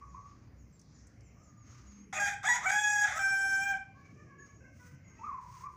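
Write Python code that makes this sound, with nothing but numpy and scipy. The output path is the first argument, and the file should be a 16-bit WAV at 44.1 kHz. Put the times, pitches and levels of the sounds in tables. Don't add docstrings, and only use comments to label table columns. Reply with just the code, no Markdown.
import sys
import numpy as np
from scipy import signal
from scipy.fft import rfft, irfft, next_fast_len
from scipy.io import wavfile
from scipy.ndimage import uniform_filter1d

SR = 44100
rng = np.random.default_rng(int(sys.argv[2]) if len(sys.argv) > 2 else 0)


def transcribe(signal):
    frames = np.atleast_2d(signal).T
    limited = np.clip(frames, -1, 1)
    pcm = np.round(limited * 32767).astype(np.int16)
    wavfile.write(sys.argv[1], SR, pcm)


N = 254016

# (time [s], pitch [Hz], level [dB], beak resonance [Hz],
# level of the upper partials [dB])
CROW_NOTES = [
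    [(2.129, 514.4, -42, 1660, -49), (2.151, 619.2, -41.5, 2400, -41), (2.187, 625.3, -30.5, 2530, -42.5),
     (2.192, 669, -31, 1380, -49)],
    [(2.198, 813.4, -34.5, 1700, -31), (2.222, 819.3, -27.5, 1620, -36.5), (2.26, 809.8, -30, 1660, -34.5),
     (2.28, 804.2, -33, 1794, -36.5), (2.322, 818, -41.5, 1700, -46.5), (2.345, 773.6, -38.5, 1660, -45)],
    [(2.432, 571, -54, 1280, -56), (2.445, 640.7, -38, 1315, -44), (2.46, 796, -25, 2003, -37),
     (2.47, 856, -36.5, 1780, -37), (2.482, 851.3, -23, 1800, -37)],
    [(2.488, 971, -28, 1926, -33.5), (2.516, 962.8, -27, 2020, -33.5), (2.566, 990.3, -36.5, 1645, -37),
     (2.59, 994, -35, 1600, -55)],
    [(2.612, 602.5, -51, 1340, -56), (2.635, 619, -46, 1260, -49.5), (2.652, 644, -41.5, 1350, -45),
     (2.662, 760.4, -23.5, 1900, -39), (2.678, 756.7, -28.5, 2250, -39.5), (2.708, 777, -26.5, 1651, -31.5)],
    [(2.716, 812, -30.5, 1480, -29), (2.732, 825, -31, 1667, -33), (2.8, 842.2, -32.5, 1680, -35),
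     (2.956, 830.3, -33.5, 1690, -34), (3.044, 827.6, -32, 1713, -33.5), (3.06, 809, -30, 1596, -46)],
    [(3.066, 810, -47, 1643, -44.5), (3.102, 688, -47, 1448, -46.5), (3.124, 565, -40, 1702, -47.5),
     (3.15, 627, -44.5, 1343, -46), (3.184, 654.3, -33, 1350, -38)],
    [(3.192, 788, -30.5, 1691, -43.5), (3.238, 784, -32.5, 1634, -40.5), (3.48, 783, -33, 1692, -42.5),
     (3.55, 780.5, -33.5, 1548, -40), (3.59, 778.7, -34.5, 1570, -45.5), (3.63, 792.9, -27.5, 1826, -38.5),
     (3.674, 793.3, -29.5, 1720, -46), (3.71, 794.7, -33, 2400, -42), (3.73, 784.7, -30.5, 1760, -52),
     (3.745, 767, -30.5, 1863, -63.5), (3.775, 780, -44.5, 1820, -57)],
]
# (frequency [Hz], level [dB])
FIRST_THROAT = [(2180, -58), (3700, -57.5), (4900, -14.5), (5330, -23), (5830, -7.5), (6230, -17.5),
                (6780, 2), (7110, -14), (7690, -5), (8060, -30), (8610, -17.5), (9600, -26.5), (15500, -35)]
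# (frequency [Hz], level [dB])
LAST_THROAT = [(2180, -42), (3700, -25.5), (4460, -34), (5460, -4), (5910, -8), (7870, -7), (8260, -37),
               (10200, -15.5), (10600, -57), (11500, -23), (13000, -59), (14800, -21.5), (15500, -7.5)]
# (frequency [Hz], level [dB])
LOW_PARTIAL_THROAT = [(500, -24), (640, -14), (800, -10.5), (980, -10), (1250, -10.5), (1650, -12),
                      (2000, -13), (2450, -15), (2750, -29), (2950, -36.5), (3150, -27.5), (3280, -24),
                      (3380, -9.5), (4000, -32)]
# (frequency [Hz], level [dB per Hz])
RASP_COLOUR = [(260, -47), (450, -71), (767, 9), (1090, -25), (1370, 1), (2130, 3), (2870, -21), (3420, -5),
               (4340, -25.5), (6470, -6), (8700, -53), (15500, -56)]
# (time [s], added roughness [0-1], half length [s])
VOICE_CRACKS = [(2.125, .1, .02), (2.24, .03, .08), (2.29, .22, .02), (2.445, .22, .03), (2.52, .04, .06),
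                (2.57, .22, .03), (2.635, .22, .025), (2.7, .17, .013), (3.085, .46, .035),
                (3.19, .12, .015), (3.77, .12, .04)]
NOTE_TREMBLE = 2.756, 3.06, 35, .004, 3.5
# (start [s], length [s], start pitch [Hz], top pitch [Hz], end pitch [Hz], level [dB])
CAGED_COOS = [(5.198, 0.16, 876, 1200, 1082, -38.5), (5.366, 0.049, 1085, 1119, 990, -46.5),
              (5.418, 0.088, 1013, 1006, 972, -50), (5.515, 0.073, 1019, 1066, 1040, -50),
              (5.612, 0.09, 935, 1122, 1094, -41)]
# (start [s], length [s], start pitch [Hz], top pitch [Hz], end pitch [Hz], level [dB])
DISTANT_COOS = [(0.022, .042, 1114, 1149, 1138, -49), (0.075, 0.043, 1122, 1112, 1124, -54.5),
                (0.148, 0.204, 1034, 1133, 1136, -51), (1.37, 0.366, 1114, 1280, 1192, -69)]
# (frequency [Hz], level [dB per Hz])
COO_AIR = [(750, -14), (1050, 4), (1350, -7), (1700, -13.5), (2150, -9), (2500, -12.5), (2800, -28)]
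# (start [s], length [s], start pitch [Hz], middle pitch [Hz], end pitch [Hz], level [dB],
# beak resonance [Hz])
FAR_NOTES = [(3.95, 0.21, 548.5, 549.5, 565, -66.5, 1100), (4.16, 0.097, 584, 606.4, 585, -64, 1200),
             (4.27, 0.3, 569.5, 552.4, 558, -64, 1080), (4.61, 0.0894, 520, 525, 523.7, -60.5, 2610),
             (4.8, 0.14, 496.5, 498, 503.3, -63, 1980), (5.03, 0.12, 529.6, 518, 523, -69, 2088),
             (5.17, .05, 632, 650, 650, -62, 1300)]
FAR_PARTIALS = [-7.5, -2, 4.5, -4, -20]
# (start [s], length [s], start pitch [Hz], lowest pitch [Hz], level [dB])
BIRD_NOTES = [(0.09, 0.24, 6860, 6430, -70.5), (0.584, 0.05, 7070, 6300, -70),
              (0.728, 0.043, 7600, 7230, -71.5), (0.947, .05, 7100, 6560, -69),
              (1.236, .05, 7560, 6950, -68.5), (1.435, 0.081, 7240, 6560, -67),
              (1.575, 0.17, 6900, 6480, -67.5), (1.875, 0.17, 6780, 6450, -62.5),
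              (4.387, .22, 6720, 6580, -64.5), (5.044, 0.22, 6820, 6545, -66)]
# (time [s], peak level [dB], centre [Hz])
TICK_EVENTS = [(0.2644, -70, 6600), (0.7946, -51.5, 6100), (0.8144, -54, 5850), (1.07, -55, 6940),
               (1.2072, -58.5, 5600)]
# (start [s], rise [s], fall [s], level [dB], level of the treble layer [dB])
SWISH_EVENTS = [(0.25, 0.036, 0.19, -75, -100), (1.65, 0.044, 0.34, -69.5, -92),
                (3.95, 0.11, 0.2, -78, -99), (4.4, 0.063, 0.13, -77.5, -98), (4.74, .13, 0.087, -73, -81.5),
                (5.1, .17, 0.14, -77, -96), (5.41, 0.2, 0.055, -68.5, -79), (5.7, .06, .02, -79, -88)]
# (frequency [Hz], level [dB per Hz])
SWISH_BODY = [(710, -29.5), (1200, -0.5), (1530, -8.5), (1870, -10), (2060, -6), (2310, -10.5), (3570, -20),
              (6650, -6), (8500, -40), (11000, -51), (18700, -120)]
# (frequency [Hz], level [dB per Hz])
SWISH_TREBLE = [(4710, -26), (8000, -4.5), (10600, -14), (12500, -32), (14900, -5), (15500, -0.5)]
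LOW_HUM = 2, 0.34, 200.5, -58.5
# (frequency [Hz], level [dB per Hz])
YARD_COLOUR = [(18, -35), (30, -21), (66, -2.5), (111, 0), (270, -11), (897, -29.5), (1110, -25.5),
               (1330, -28.5), (2130, -28.5), (3590, -47.5), (5890, -32.5), (6890, -37), (8280, -57),
               (13300, -59), (15500, -48)]
# (time [s], level [dB])
ENGINE_SWELLS = [(0.15, -57), (0.61, -58.5), (1.07, -55.5), (1.83, -57), (2.34, -69), (5.3, -82),
                 (5.76, -68)]

CLEAN, TAUT_HZ, SLACK_HZ, SLACK_ROUGH = .032, 670, 560, .33
HELD_FROM_S = 3.15
BEAK_DB, FAR_BEAK_DB, BEAK_OCTAVES = 12.5, 6.5, 0.2
WHISTLE_FALL_S, WHISTLE_ENTRY_DB = .065, -4
WHISTLE_FADE_DB_S, WHISTLE_RECOVER_HZ_S = -40, 695
SWISH_EDGE_DB = -10
YARD_DB = -57
RUMBLE_HZ, RUMBLE_WIDTH_HZ, RUMBLE_IDLE_DB, RUMBLE_SWELL_S = 63.3, 4.3, -76, 0.13
PORCH_T60_S, PORCH_DB, YARD_T60_S, YARD_ECHO_DB = 0.42 / 1.5, -12.5, 1 / 1.5, -21
DULL_HZ = 8300 * np.sqrt(1.5)
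SCATTER = 0.65
TOP_HZ = 15550


def undb(db):
    return 10 ** (np.asarray(db) / 20)


def unit(x):
    return x / np.sqrt(np.mean(x ** 2))


def clock():
    return np.arange(N) / SR


def turns(hz):
    return 2 * np.pi * np.cumsum(hz) / SR


def colour(x, points):
    hz, db = np.transpose(points)
    f = np.maximum(np.arange(len(x) // 2 + 1) * SR / len(x), 1)
    gain_db = np.interp(np.log(f), np.log(hz), db, left=-90, right=-90)
    return irfft(rfft(x) * undb(gain_db), len(x))


def hiss(points):
    return unit(colour(rng.standard_normal(N), points))


def walk(rate, at=slice(None)):
    steps = uniform_filter1d(rng.standard_normal(int(4 * rate * N / SR) + 8), size=5)
    steps = unit(uniform_filter1d(steps, size=3))
    return np.interp(clock()[at], np.linspace(0, N / SR, len(steps)), steps)


def play(notes, fade_s):
    s, *columns = np.transpose(np.concatenate(notes))
    gate = 0
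    for note in notes:
        start_s, end_s = note[0][0], note[-1][0]
        gate = gate + np.interp(clock(), [start_s - fade_s, start_s, end_s, end_s + fade_s], [0, 1, 1, 0])
    return np.minimum(gate, 1), [np.interp(clock(), s, c) for c in columns]


def syllables(rows, rise, hold, entry_db, sag_db):
    return [[(s, start_hz, db + entry_db, *rest),
             (s + rise * length, hz, db, *rest),
             (s + min(rise + hold, .97) * length, end_hz, db, *rest),
             (s + length, end_hz, db + sag_db, *rest)]
            for s, length, start_hz, hz, end_hz, db, *rest in rows]


def beak_lift(hz, beak_hz, lift_db):
    return lift_db * np.exp(-(np.log2(hz / beak_hz) / BEAK_OCTAVES) ** 2)


def rooster():
    gate, columns = play(CROW_NOTES, fade_s=.003)
    on = gate > 0
    t = clock()[on]
    hz, *shape = (c[on] for c in columns)
    level_db, beak_hz, upper_db = uniform_filter1d(shape, size=500)
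    rough = CLEAN + np.interp(hz, [SLACK_HZ, TAUT_HZ], [SLACK_ROUGH, 0])
    rough = rough + sum(r * np.exp(-((t - s) / half) ** 2) for s, r, half in VOICE_CRACKS)

    start_s, end_s, tremble_hz, share, tremble_db = NOTE_TREMBLE
    tremble = (t > start_s) * (t < end_s) * np.sin(2 * np.pi * tremble_hz * (t - start_s))
    pitch_shake = share * tremble + 0.002 * walk(43.6, on) + 0.299 * rough ** 2 * walk(356, on)
    phase = turns(hz * (1 + pitch_shake)) + rough * 0.81 * walk(450, on)

    held = t > HELD_FROM_S
    voice = 0
    for k in range(1, 25):
        low_db, first_db, held_db = (
            np.interp(np.log(k * hz), np.log(np.array(p)[:, 0]), np.array(p)[:, 1], right=-90)
            for p in (LOW_PARTIAL_THROAT, FIRST_THROAT, LAST_THROAT))
        if k < 5:
            partial_db = low_db + level_db + beak_lift(k * hz, beak_hz, BEAK_DB) + 2.56 * walk(35, on)
        else:
            flutter_db = (1.57 + 0.081 * k) * walk(60, on)
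            partial_db = upper_db - 7 + np.where(held, held_db, first_db) + flutter_db
        unevenness = np.minimum(np.where(held, .004, .002) * k * k, .4) + 0.41 * rough
        uneven = 1 + unevenness * np.sin(phase / 2 + k)
        strength = undb(partial_db + tremble_db * tremble / np.sqrt(k))
        voice = voice + strength * uneven * np.sin(k * phase + k * k)

    breath = np.where(held, hiss(LAST_THROAT)[on], hiss(FIRST_THROAT)[on])
    rasp = undb(upper_db + 14.5) * rough ** 1.1 * hiss(RASP_COLOUR)[on]
    out = np.zeros(N)
    out[on] = np.sqrt(2) * voice + rasp + undb(upper_db - 16.0) * (1 + 4 * rough) * breath
    return signal.sosfilt(signal.butter(6, 520, "high", fs=SR, output="sos"), gate * out)


def dove(notes, depth, wobble, octave_db, breath_db):
    gate, (hz, db) = play(notes, fade_s=.011)
    throb = 1 - depth * np.sin(turns(36 * (1 + .3 * walk(18)))) ** 2
    phase = turns(hz * (1 + wobble * walk(78.6)))
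    octave = undb(octave_db + 4 * walk(30)) * np.sin(2 * phase + 2.5 * walk(150))
    air = undb(breath_db) * hiss(COO_AIR)
    return gate * undb(db + 1.5 + 2.1 * walk(48)) * throb * (np.sin(phase) + air + octave)


def far_rooster():
    notes = syllables(FAR_NOTES, rise=0.193, hold=0.28, entry_db=-0.5, sag_db=-13)
    gate, (hz, db, beak_hz) = play(notes, fade_s=.012)
    phase = turns(hz * (1 + 0.0202 * walk(120)))
    voice = 0
    for k, partial_db in enumerate(FAR_PARTIALS, start=1):
        lift_db = beak_lift(k * hz, beak_hz, FAR_BEAK_DB)
        voice = voice + undb(db + partial_db + lift_db - 7.5 + 5.5 * walk(35)) * np.sin(k * phase)
    return gate * voice


def small_bird():
    notes = []
    for s, length, hz, low_hz, db in BIRD_NOTES:
        end_hz = low_hz + WHISTLE_RECOVER_HZ_S * max(length - WHISTLE_FALL_S, 0)
        notes.append([(s, hz, db + WHISTLE_ENTRY_DB),
                      (s + min(WHISTLE_FALL_S, .9 * length), low_hz, db),
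                      (s + length, end_hz, db + WHISTLE_FADE_DB_S * length)])
    gate, (hz, db) = play(notes, fade_s=0.0051)
    flutter_db = 2.8 * walk(50)
    return gate * undb(db + flutter_db) * np.sin(turns(hz * (1 + 0.0032 * walk(97))))


def ticks(events, t60_s, width, top_db):
    out, t = np.zeros(N), np.arange(4096) / SR
    for s, db, hz in events:
        points = [(hz / (1 + 4 * width), -20), (hz / (1 + width), -3), (hz, 0),
                  (hz * (1 + width), -5), (TOP_HZ, top_db)]
        burst = colour(rng.standard_normal(len(t)), points)
        burst = burst * np.exp(-np.log(1000) * t / t60_s)
        start = int(s * SR)
        out[start:start + len(t)] += undb(db) * burst / np.abs(burst).max()
    return out


def swish():
    notes = [[(s, db + SWISH_EDGE_DB, top_db + SWISH_EDGE_DB),
              (s + rise, db, top_db),
              (s + rise + fall, db + SWISH_EDGE_DB, top_db + SWISH_EDGE_DB)]
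             for s, rise, fall, db, top_db in SWISH_EVENTS]
    gate, (db, top_db) = play(notes, fade_s=0.021)
    grain = undb(6.5 + 1.65 * walk(110))
    return gate * grain * (undb(db) * hiss(SWISH_BODY) + undb(top_db) * hiss(SWISH_TREBLE))


def hum():
    s, half_s, hz, db = LOW_HUM
    swell = np.exp(-((clock() - s) / half_s) ** 4)
    return undb(db + 2.5 * walk(14)) * swell * np.sin(turns(hz * (1 + 0.0109 * walk(10))))


def yard():
    wash = rfft(hiss(YARD_COLOUR))
    edges = 20 * 2 ** np.arange(0, 10, 2 / 3)
    band = np.searchsorted(edges, np.arange(N // 2 + 1) * SR / N)
    patchy = 0
    for b in range(len(edges) + 1):
        drift_db = 3.02 * walk(5.1) + 1.7 * walk(18)
        patchy = patchy + undb(drift_db) * irfft(wash * (band == b), N)
    engine = hiss([(RUMBLE_HZ - RUMBLE_WIDTH_HZ, -12), (RUMBLE_HZ, 0), (RUMBLE_HZ + RUMBLE_WIDTH_HZ, -12)])
    swells = sum(undb(db) * np.exp(-((clock() - s) / RUMBLE_SWELL_S) ** 2) for s, db in ENGINE_SWELLS)
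    return undb(YARD_DB) * unit(patchy) + (undb(RUMBLE_IDLE_DB) + swells) * engine


def echoes(x):
    size = next_fast_len(N + 2 * SR)
    f = np.arange(size // 2 + 1) * SR / size
    tails = 0
    for first_s, t60_s, db in ((.0083, PORCH_T60_S, PORCH_DB), (.037, YARD_T60_S, YARD_ECHO_DB)):
        for k, lag_s in enumerate(first_s * 1.187 ** np.arange(8)):
            loss_db = -60 * lag_s / t60_s * (1 + (f / DULL_HZ) ** 2)
            loop = undb(loss_db) * np.exp(-2j * np.pi * f * lag_s)
            tails = tails + (-1) ** k * undb(db) * loop / (1 - loop)
    for lag_s in (.0013, .0037, .0059):
        turn = np.exp(-2j * np.pi * f * lag_s)
        tails = tails * (turn - SCATTER) / (1 - SCATTER * turn)
    return irfft(rfft(x, size) * tails, size)[:N]


def scene():
    caged_notes = syllables(CAGED_COOS, rise=.33, hold=.45, entry_db=-11.5, sag_db=-5)
    distant_notes = syllables(DISTANT_COOS, rise=0.1395, hold=0.34, entry_db=3.5, sag_db=-12.5)
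    doves = dove(caged_notes, depth=0.64, wobble=0.04, octave_db=-29, breath_db=-20.5)
    doves = doves + dove(distant_notes, depth=0.63, wobble=0.0116, octave_db=-38, breath_db=-19)
    far = far_rooster()
    voices = rooster() + doves + 0.9 * far + small_bird()
    taps = ticks(TICK_EVENTS, t60_s=0.047, width=0.099, top_db=-42)
    reflected = echoes(voices + 0.82 * far + taps / 2)
    mix = voices + reflected + taps + swish() + yard() + hum()
    return mix[None]


def record(dry):
    return signal.sosfilt(signal.ellip(10, .2, 80, TOP_HZ, fs=SR, output="sos"), dry)


dry = scene()
out = record(dry)
transcribe(out)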